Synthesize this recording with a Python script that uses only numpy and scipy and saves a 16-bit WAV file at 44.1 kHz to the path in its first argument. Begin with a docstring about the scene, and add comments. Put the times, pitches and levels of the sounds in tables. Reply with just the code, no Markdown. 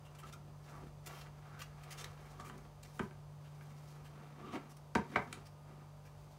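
"""A kitchen knife slices ham on a plastic board on a wooden table, over motor hum and room air.
From the start the edge rasps over the board by stick and slip, and the wet slices squelch as they part.
The edge knocks on the board now and then, hard at 3 s; at 4.5 s a firm stroke makes the board judder.
Near 5 s the knife is put down: board, blade and handle clatter. A few fading rubs and squelches follow."""
import sys
import numpy as np
from scipy import signal
from scipy.fft import rfft, irfft
from scipy.io import wavfile

SR = 44100
rng = np.random.default_rng(int(sys.argv[2]) if len(sys.argv) > 2 else 0)


def unload_audio(sound):
    """Save the sound as a 16-bit wav file, at the path given as the first command line argument."""
    columns = np.transpose(np.atleast_2d(sound))
    # keep every value between -1 and 1, then stretch to whole-number steps
    steps = np.round(np.clip(columns, -1, 1) * 32767)
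    wavfile.write(sys.argv[1], SR, steps.astype(np.int16))


N = 281358
TIME_S = np.arange(N) / SR

# spectra of a moist snap, bright part and hollow part: f/Hz, relative density/dB
FIZZ_SPECTRUM = [(1500, -67.5), (3500, 3), (5500, 5), (8000, -1), (11000, -5), (15500, -9.5)]
SMACK_SPECTRUM = [(500, -42.5), (1100, 11.5), (1500, 10.5), (2200, 9), (3200, 9), (4200, -10.5),
                  (6000, -25), (12000, -42)]


def gain_of(db):
    """Decibels to amplitude."""
    return 10 ** (np.asarray(db) / 20)


def unit_rms(x):
    """Scales to rms 1."""
    return x / np.sqrt(np.mean(x ** 2) + 1e-20)


def lookup(points, hz):
    """Interpolates a table over log frequency."""
    f, value = np.transpose(points)
    return np.interp(np.log(hz + 1), np.log(f + 1), value)


def add(mix, start_s, sound):
    """Mixes a sound in, in place."""
    part = mix[max(round(start_s * SR), 0):][:len(sound)]
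    part += sound[:len(part)]


def colour(x, spectrum, peaks=(), size=4096):
    """Minimum-phase filter: broad spectrum plus resonance peaks."""
    hz = abs(np.fft.fftfreq(size, 1 / SR))
    peaks_db = sum(lift / (1 + (2 * (hz - f) / width) ** 2) for f, width, lift in peaks)
    log_gain = np.log(gain_of(lookup(spectrum, hz) + peaks_db))
    response = np.exp(np.conj(signal.hilbert(log_gain)))
    return signal.oaconvolve(x, np.fft.ifft(response).real[:size // 2])[:len(x)]


def drift(rate_hz):
    """Slow random wander, rms 1."""
    hz = np.fft.rfftfreq(N, 1 / SR)
    return unit_rms(irfft(rfft(rng.standard_normal(N)) * np.exp(-(hz / rate_hz) ** 2), N))


def grains(per_s, spread_db):
    """Random impulses of uneven size, rms 1."""
    size = gain_of(spread_db * np.minimum(rng.exponential(1, N), 4))
    return unit_rms(size * rng.choice([-1, 1], N) * (rng.random(N) < per_s / SR))


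def air():
    """Room hiss and slowly sinking rumble."""
    # f/Hz, relative density/dB
    hiss_spectrum = [(180, -43), (300, -14), (378, -3), (398, -4), (477, -2.5), (554, -8.5), (602, -3),
                     (784, -3.5), (896, -2.5), (1270, -9.5), (1710, -16.5), (6330, -24), (15800, -31)]
    rumble_spectrum = [(20, -29), (36, -40), (48, -2), (65, 7.5), (80, 1), (100, 10), (125, -2),
                       (170, -4.5), (250, -8), (400, -14), (900, -66.5)]
    hiss = unit_rms(colour(rng.standard_normal(N), hiss_spectrum))
    rumble = unit_rms(colour(rng.standard_normal(N), rumble_spectrum, size=16384))
    sink_db_per_s = 0.52
    return gain_of(-65) * hiss + gain_of(-61.5 - sink_db_per_s * TIME_S) * rumble


def motor():
    """Appliance hum, strongest at three times the shaft rate, with a faint whine."""
    # multiple of the shaft rate, level/dB, unsteadiness 0-1
    harmonics = [(1, -70.5, 1), (2, -71, 0.6), (3, -55.5, 0.16), (4, -78, 0.2), (5, -78.5, 0), (11, -80, 0),
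                 (12, -76, 0.09), (15, -79.5, 0), (25, -86, 1)]
    # f/Hz, level/dB
    whine_tones = [(4662, -89), (4910, -90), (6137, -88), (6675, -99), (8129, -90)]
    shaft_hz, sink_db_per_s = 49.09, 0.14
    out = np.zeros(N)
    for multiple, db, unsteady in harmonics:
        phasor = np.exp(2j * np.pi * (multiple * shaft_hz * TIME_S + rng.random()))
        wobble = 1 + unsteady * (drift(rate_hz=0.9) + 1j * drift(rate_hz=2.6))
        out += gain_of(db) * (phasor * wobble).real
    for hz, db in whine_tones:
        gain = gain_of(db + 0.7 * drift(rate_hz=0.94))
        out += gain * np.sin(2 * np.pi * hz * TIME_S + 0.6 * drift(rate_hz=6))
    return np.sqrt(2) * out * gain_of(-sink_db_per_s * (TIME_S - TIME_S.mean()))


def kitchen(x, early_db, tail_db, early_s):
    """Adds quick scatter from table and tray, then the tail of a small tiled room."""
    # f/Hz, t60/s
    reverb_times = [(100, 0.2), (300, 0.31), (1000, 0.25), (2200, 0.22), (5000, 0.22), (12000, 0.17)]
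    t = np.arange(SR // 2) / SR
    early, late = rng.choice([-1., 1.], (2, len(t))) * (rng.random((2, len(t))) < 4000 / SR)
    early *= np.exp(-t / early_s) * (t > 0.0015)
    # small things on the table reflect little bass
    early = signal.sosfilt(signal.butter(2, 402, "highpass", fs=SR, output="sos"), early)
    hz, frame_s, bands = signal.stft(late * (t > 0.009), SR, nperseg=256)
    decay = gain_of(-60 * frame_s / lookup(reverb_times, hz)[:, None])
    tail = signal.istft(bands * decay, SR, nperseg=256)[1][:len(t)]
    echoes = gain_of(early_db) * early / np.linalg.norm(early)
    echoes += gain_of(tail_db) * tail / np.linalg.norm(tail)
    return x + signal.oaconvolve(x, echoes)[:N]


def stroke_gains():
    """Gains of rasp, judder and crackle; pressure builds and eases once per stroke."""
    # edge or meat over the board: start/s, hardest/s, end/s, rasp/dB, judder/dB, crackle/dB
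    strokes = [ (0.0, 0.22, 0.41, -66, -71.5, -78), (0.412, 0.474, 0.52, -75, -61.5, -97),
               (0.588, 0.69, 0.92, -62.5, -74, -71.5), (0.684, 0.824, 0.9, -64.5, -53.5, -95),
               (1.022, 1.077, 1.324, -57, -63, -66), (1.305, 1.52, 1.8, -62, -68.5, -79),
               (1.738, 1.992, 2.19, -58, -69.5, -69), (2.146, 2.218, 2.45, -59.5, -65, -72.5),
               (2.29, 2.48, 2.7, -63, -58.5, -73.5), (2.803, 2.99, 3.13, -68, -69, -69),
               (3.366, 3.90, 4.2, -67.5, -68, -73), (4.08, 4.234, 4.41, -62.5, -61.5, -82),
               (4.35, 4.46, 4.74, -59, -52.5, -76.5), (4.506, 4.553, 4.595, -46, -44, -91),
               (5.012, 5.14, 5.46, -59, -55, -69), (5.638, 5.7, 5.87, -65, -60, -92),
               (6.043, 6.277, 6.6, -86, -73, -77), ]
    swells_db = (8.5, 12, 10.5)  # lightest touch to full pressure
    touch_s = 0.044
    powers = np.zeros((3, N))
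    for start_s, hardest_s, end_s, *levels_db in strokes:
        t = np.arange(start_s, end_s, 1 / SR)
        pressure = np.interp(t, [start_s, hardest_s, end_s], [0, 1, 0])
        contact = np.clip(np.minimum(t - start_s, end_s - t) / touch_s, 0, 1)
        for power, db, swell_db in zip(powers, levels_db, swells_db):
            add(power, start_s, (contact * gain_of(db + swell_db * (pressure - 1))) ** 2)
    return np.sqrt(powers)


def moist_crackle(gain):
    """Patches of tiny wet snaps as the edge works through the meat."""
    tilt_db_per_oct, smack_db = 2, -5
    snaps = grains(per_s=700, spread_db=1.5) * gain_of(2.1 * drift(rate_hz=32))
    tilted = [(hz, db + tilt_db_per_oct * np.log2(hz / 8000)) for hz, db in FIZZ_SPECTRUM]
    fizz = unit_rms(colour(snaps, tilted))
    smack = unit_rms(colour(snaps, SMACK_SPECTRUM))
    return gain * (fizz + gain_of(smack_db) * smack)


def squelches():
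    """Ham parts: moisture films snap in clumps, each ringing in its own pockets between the slices."""
    # t/s, length/s, fizz/dB, smack/dB, fizz tilt/(dB/octave)
    clumps = [ (0.047, 0.027, -72.5, -70, 4), (0.148, 0.01, -67, -66, -2), (0.181, 0.03, -63.5, -63, 10),
              (0.2345, 0.003, -66, -59, 1), (0.252, 0.057, -67.5, -67, 2), (0.323, 0.02, -58.5, -62.5, 2),
              (1.058, 0.022, -52.5, -57.5, 2.5), (1.099, 0.13, -66.5, -66, 5),
              (1.209, 0.014, -62.5, -59.5, -2), (1.586, 0.037, -60, -57, 3),
              (1.616, 0.011, -54, -51.5, 3.5), (1.831, 0.013, -63.5, -61, 6), (1.903, 0.034, -54.5, -55, 6),
              (1.968, 0.064, -55.5, -57.5, 0.5), (2.041, 0.0042, -48.5, -48, -1),
              (2.401, 0.012, -61.5, -71, -2), (2.437, 0.066, -64.5, -63.5, 12),
              (2.577, 0.0052, -64.5, -76, 4), (2.829, 0.008, -57.5, -63, 2.5), (2.844, 0.021, -67, -66, -1),
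              (2.925, 0.081, -71, -81, 16), (3.436, 0.052, -79, -69, 1), (3.615, 0.029, -74, -75, 9),
              (4.041, 0.041, -70, -66.5, 4), (4.512, 0.062, -65.5, -60.5, 0), (4.69, 0.039, -66.5, -72, 6),
              (4.766, 0.0075, -64.5, -69.5, 8), (5.45, 0.028, -64.5, -68.5, 2),
              (6.045, 0.038, -71.5, -68.5, 6), ]
    out = np.zeros(N)
    snaps = grains(per_s=3000, spread_db=1.0)
    for start_s, length_s, fizz_db, smack_db, tilt in clumps:
        window = signal.windows.tukey(int((length_s + 0.004) * SR), 0.6)
        clump = unit_rms(snaps[int(start_s * SR):][:len(window)])
        burst = np.pad(clump * window, (0, 512))
        pockets_hz = 1300 * 1.59 ** (np.arange(6) + rng.random(6))
        peaks = [(hz, 0.22 * hz, 5.5) for hz in pockets_hz]
        tilted = [(hz, db + tilt * np.clip(np.log2(hz / 8000), -1, 0.6)) for hz, db in FIZZ_SPECTRUM]
        fizz = gain_of(fizz_db) * unit_rms(colour(burst, tilted, peaks, size=1024))
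        smack = gain_of(smack_db) * unit_rms(colour(burst, SMACK_SPECTRUM, peaks, size=1024))
        add(out, start_s - 0.0015, np.std(burst) * (fizz + smack))
    return out


def scrapes():
    """Friction feeds one resonance of blade or board, which glides as the contact moves."""
    # start/s, loudest/s, end/s, first f/Hz, last f/Hz, width/Hz, level/dB
    glides = [ (0.046, 0.052, 0.105, 2860, 2950, 250, -69), (0.23, 0.233, 0.275, 1270, 1280, 121, -54.5),
              (0.332, 0.336, 0.355, 1355, 1340, 121, -53.5), (0.64, 0.772, 0.86, 1547, 850, 650, -58.5),
              (1.413, 1.61, 1.645, 1298, 1580, 380, -61), (2.375, 2.395, 2.52, 1150, 1140, 170, -56),
              (4.382, 4.563, 4.58, 3100, 2774, 1100, -64), (4.41, 4.452, 4.58, 1155, 1146, 200, -55.5),
              (4.529, 4.56, 4.582, 271.6, 296, 93.5, -41.5), (5.141, 5.155, 5.162, 2120, 2350, 350, -49.5),
              ]
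    out = np.zeros(N)
    for start_s, loudest_s, end_s, first_hz, last_hz, width_hz, db in glides:
        t = np.arange(start_s, end_s, 1 / SR)
        pole = np.exp(-np.pi * width_hz / SR)
        friction = rng.standard_normal(SR) + 1j * rng.standard_normal(SR)
        flutter = signal.lfilter([1], np.poly([pole, pole]), friction)[-len(t):]
        phasor = np.exp(2j * np.pi * np.cumsum(np.geomspace(first_hz, last_hz, len(t))) / SR)
        envelope = np.interp(t, [start_s, loudest_s, end_s], [0, 1, 0])
        add(out, start_s, gain_of(db) * envelope * unit_rms((flutter * phasor).real))
    return out


def slicing(rasp_gain, judder_gain):
    """The edge sticks and slips on the plastic; under pressure the whole board judders."""
    # f/Hz, relative density/dB
    rasp_spectrum = [(240, -24), (400, -10.5), (558, -5.5), (734, -5.5), (841, -8.5), (1160, -8.5),
                     (1250, -7.5), (1740, -10.5), (2220, -14), (2510, -17), (3010, -19.5), (15000, -44.5)]
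    judder_spectrum = [(90, -22), (160, 1.5), (235, 6.5), (300, 1.5), (365, 0), (450, -12.5), (700, -30.5),
                       (1500, -81)]
    # f/Hz, width/Hz, lift/dB
    rub_resonances = [(372, 41, 3.5), (733, 13, 1), (920, 11, 9), (1095, 80, 7.5), (1386, 110, 6.5),
                      (1520, 170, -3.5), (2330, 270, 1.5)]
    slips = grains(per_s=1500, spread_db=0.5) * gain_of(2.9 * drift(rate_hz=51))
    rasp = unit_rms(colour(slips, rasp_spectrum, rub_resonances))
    judder = unit_rms(colour(slips, judder_spectrum, rub_resonances))
    return rasp_gain * rasp + judder_gain * judder


def ring(modes, rise_s):
    """Free ringing of a struck object; neighbouring modes alternate in sign."""
    t = np.arange(SR // 2) / SR
    swing = sum((-1) ** k * gain_of(db - 60 * t / t60_s) * np.sin(2 * np.pi * hz * t)
                for k, (hz, db, t60_s) in enumerate(modes))
    return swing * (1 - np.exp(-t / rise_s))


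def crack(spectrum, decay_s):
    """Short noise burst, as from many well damped modes."""
    t = np.arange(SR // 2) / SR
    return colour(rng.standard_normal(len(t)) * np.exp(-t / decay_s), spectrum)


def knocks():
    """The edge clicks and rings; the knife's weight lands, rings board and handle, and bounces twice."""
    # t/s, landing lag/s, first flight/s, board/dB, blade/dB, handle/dB, click/dB, cushioning/s
    blows = [ (0.357, 0.0011, 0.011, -41, -73, -81, -70, 0.0021),
             (0.841, 0.0011, 0.009, -46, -72, -74, -76, 0.0012),
             (2.398, 0.00059, 0.0068, -45.5, -50, -53, -54, 0.00062),
             (2.497, 0.001, 0.0069, -49, -41, -60, -55, 0.00044),
             (2.553, 0.0013, 0.021, -43, -61, -65, -78, 0.00062),
             (2.9932, 0.004, 0.00476, -27, -30, -44, -46.5, 0.0005),
             (3.1093, 0.00031, 0.021, -52, -51, -58, -66, 0.0005),
             (3.6092, 0.00028, 0.006, -63, -54, -58, -68, 0.0004),
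             (4.555, 0.001, 0.0073, -46, -59, -46, -71, 0.00062),
             (4.9513, 0.0035, 0.0042, -21.5, -25, -31, -35.5, 0.00028),
             (5.1575, 0.0017, 0.0072, -26, -25.5, -26, -56, 0.00077),
             (5.3273, 0.0015, 0.004, -52, -41, -61, -37.5, 0.00043), ]
    # f/Hz, relative level/dB, t60/s
    board_modes = [(75, -18, 0.23), (120, -15.5, 0.19), (183.6, -4.5, 0.061), (234, 1.5, 0.045),
                   (255.6, -9, 0.074), (282, -19, 0.027), (367.6, -5.5, 0.1), (401, -15, 0.17),
                   (454, -8.5, 0.056), (730, -4, 0.026), (954, -2, 0.047)]
    blade_modes = [(994, -17, 0.12), (1174, -7.5, 0.025), (1385, 4, 0.0092), (1573, -6.5, 0.03),
                   (1767, -12, 0.025), (1940, -19, 0.037), (2475, -10, 0.015), (2960, -17, 0.0089),
                   (3200, -14, 0.015)]
    handle_modes = [(424, -18.5, 0.29), (581, -11, 0.11), (737, -1.5, 0.05), (797, -9.5, 0.074),
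                    (920, -9.5, 0.15), (1106, -4, 0.044), (1572, 0.5, 0.045), (1640, -6, 0.028),
                    (1744, -6.5, .05), (2030, -7, 0.056), (2257, -2, 0.045), (2370, -19, 0.05),
                    (2340, -13, 0.018), (3000, -23, 0.032), (3780, -14, 0.018)]
    # contact click and dull plastic clack: f/Hz, relative density/dB
    click_spectrum = [(300, -53), (900, -24), (1350, -7), (2300, 8), (3800, 3.5), (5000, 0), (7500, 1.5),
                      (10000, -1.5), (11500, -12), (16000, -16)]
    clack_spectrum = [(100, -16), (250, -1.5), (700, 0.5), (1500, 3), (2300, -1), (3300, -10.5),
                      (5000, -19.5), (12000, -38.5)]
    clack_db, edge_again_db = 3, -5
    bounce_loss_db, flight_ratio = 9.5, 0.57
    board = ring(board_modes, rise_s=0.00057)
    blade = ring(blade_modes, rise_s=0.00046)
    handle = ring(handle_modes, rise_s=0.00089)
    out = np.zeros(N)
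    for start_s, lag_s, flight_s, board_db, blade_db, handle_db, click_db, cushion_s in blows:
        pole = np.exp(-1 / (SR * cushion_s))
        thud = signal.lfilter([1 - pole], [1, -pole], board)  # ham under the edge dulls the blow
        clicks = [crack(click_spectrum, decay_s=0.0023) for _ in range(4)]
        edges = [gain_of(blade_db) * blade + gain_of(click_db) * click for click in clicks]
        add(out, start_s, edges[0])
        landing_s = start_s + lag_s
        for bounce, edge in enumerate(edges[1:]):
            clack = gain_of(clack_db) * crack(clack_spectrum, decay_s=0.0071)
            weight = gain_of(board_db) * thud + gain_of(handle_db) * (handle + clack)
            impact = weight + gain_of(edge_again_db) * edge
            add(out, landing_s, gain_of(-bounce_loss_db * bounce) * impact)
            landing_s += flight_s * flight_ratio ** bounce
    return out


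def scene():
    """Cutting and clatter with room echoes, over hum and air; mono."""
    rasp_gain, judder_gain, crackle_gain = stroke_gains()
    cutting = slicing(rasp_gain, judder_gain) + scrapes() + squelches() + moist_crackle(crackle_gain)
    cutting = kitchen(cutting, early_db=-6, tail_db=-9, early_s=0.012)
    clatter = kitchen(knocks(), early_db=-11, tail_db=-8.5, early_s=0.017)
    return (cutting + clatter + motor() + air())[None]


def record(dry):
    """Steep bass cut and band limit."""
    low_hz, high_hz = 42, 15780
    highpass = signal.butter(6, low_hz, "highpass", fs=SR, output="sos")
    lowpass = signal.firwin(511, high_hz, window=("kaiser", 9), fs=SR)
    return signal.oaconvolve(signal.sosfilt(highpass, dry), lowpass[None], "same")


dry = scene()
out = record(dry)
unload_audio(out)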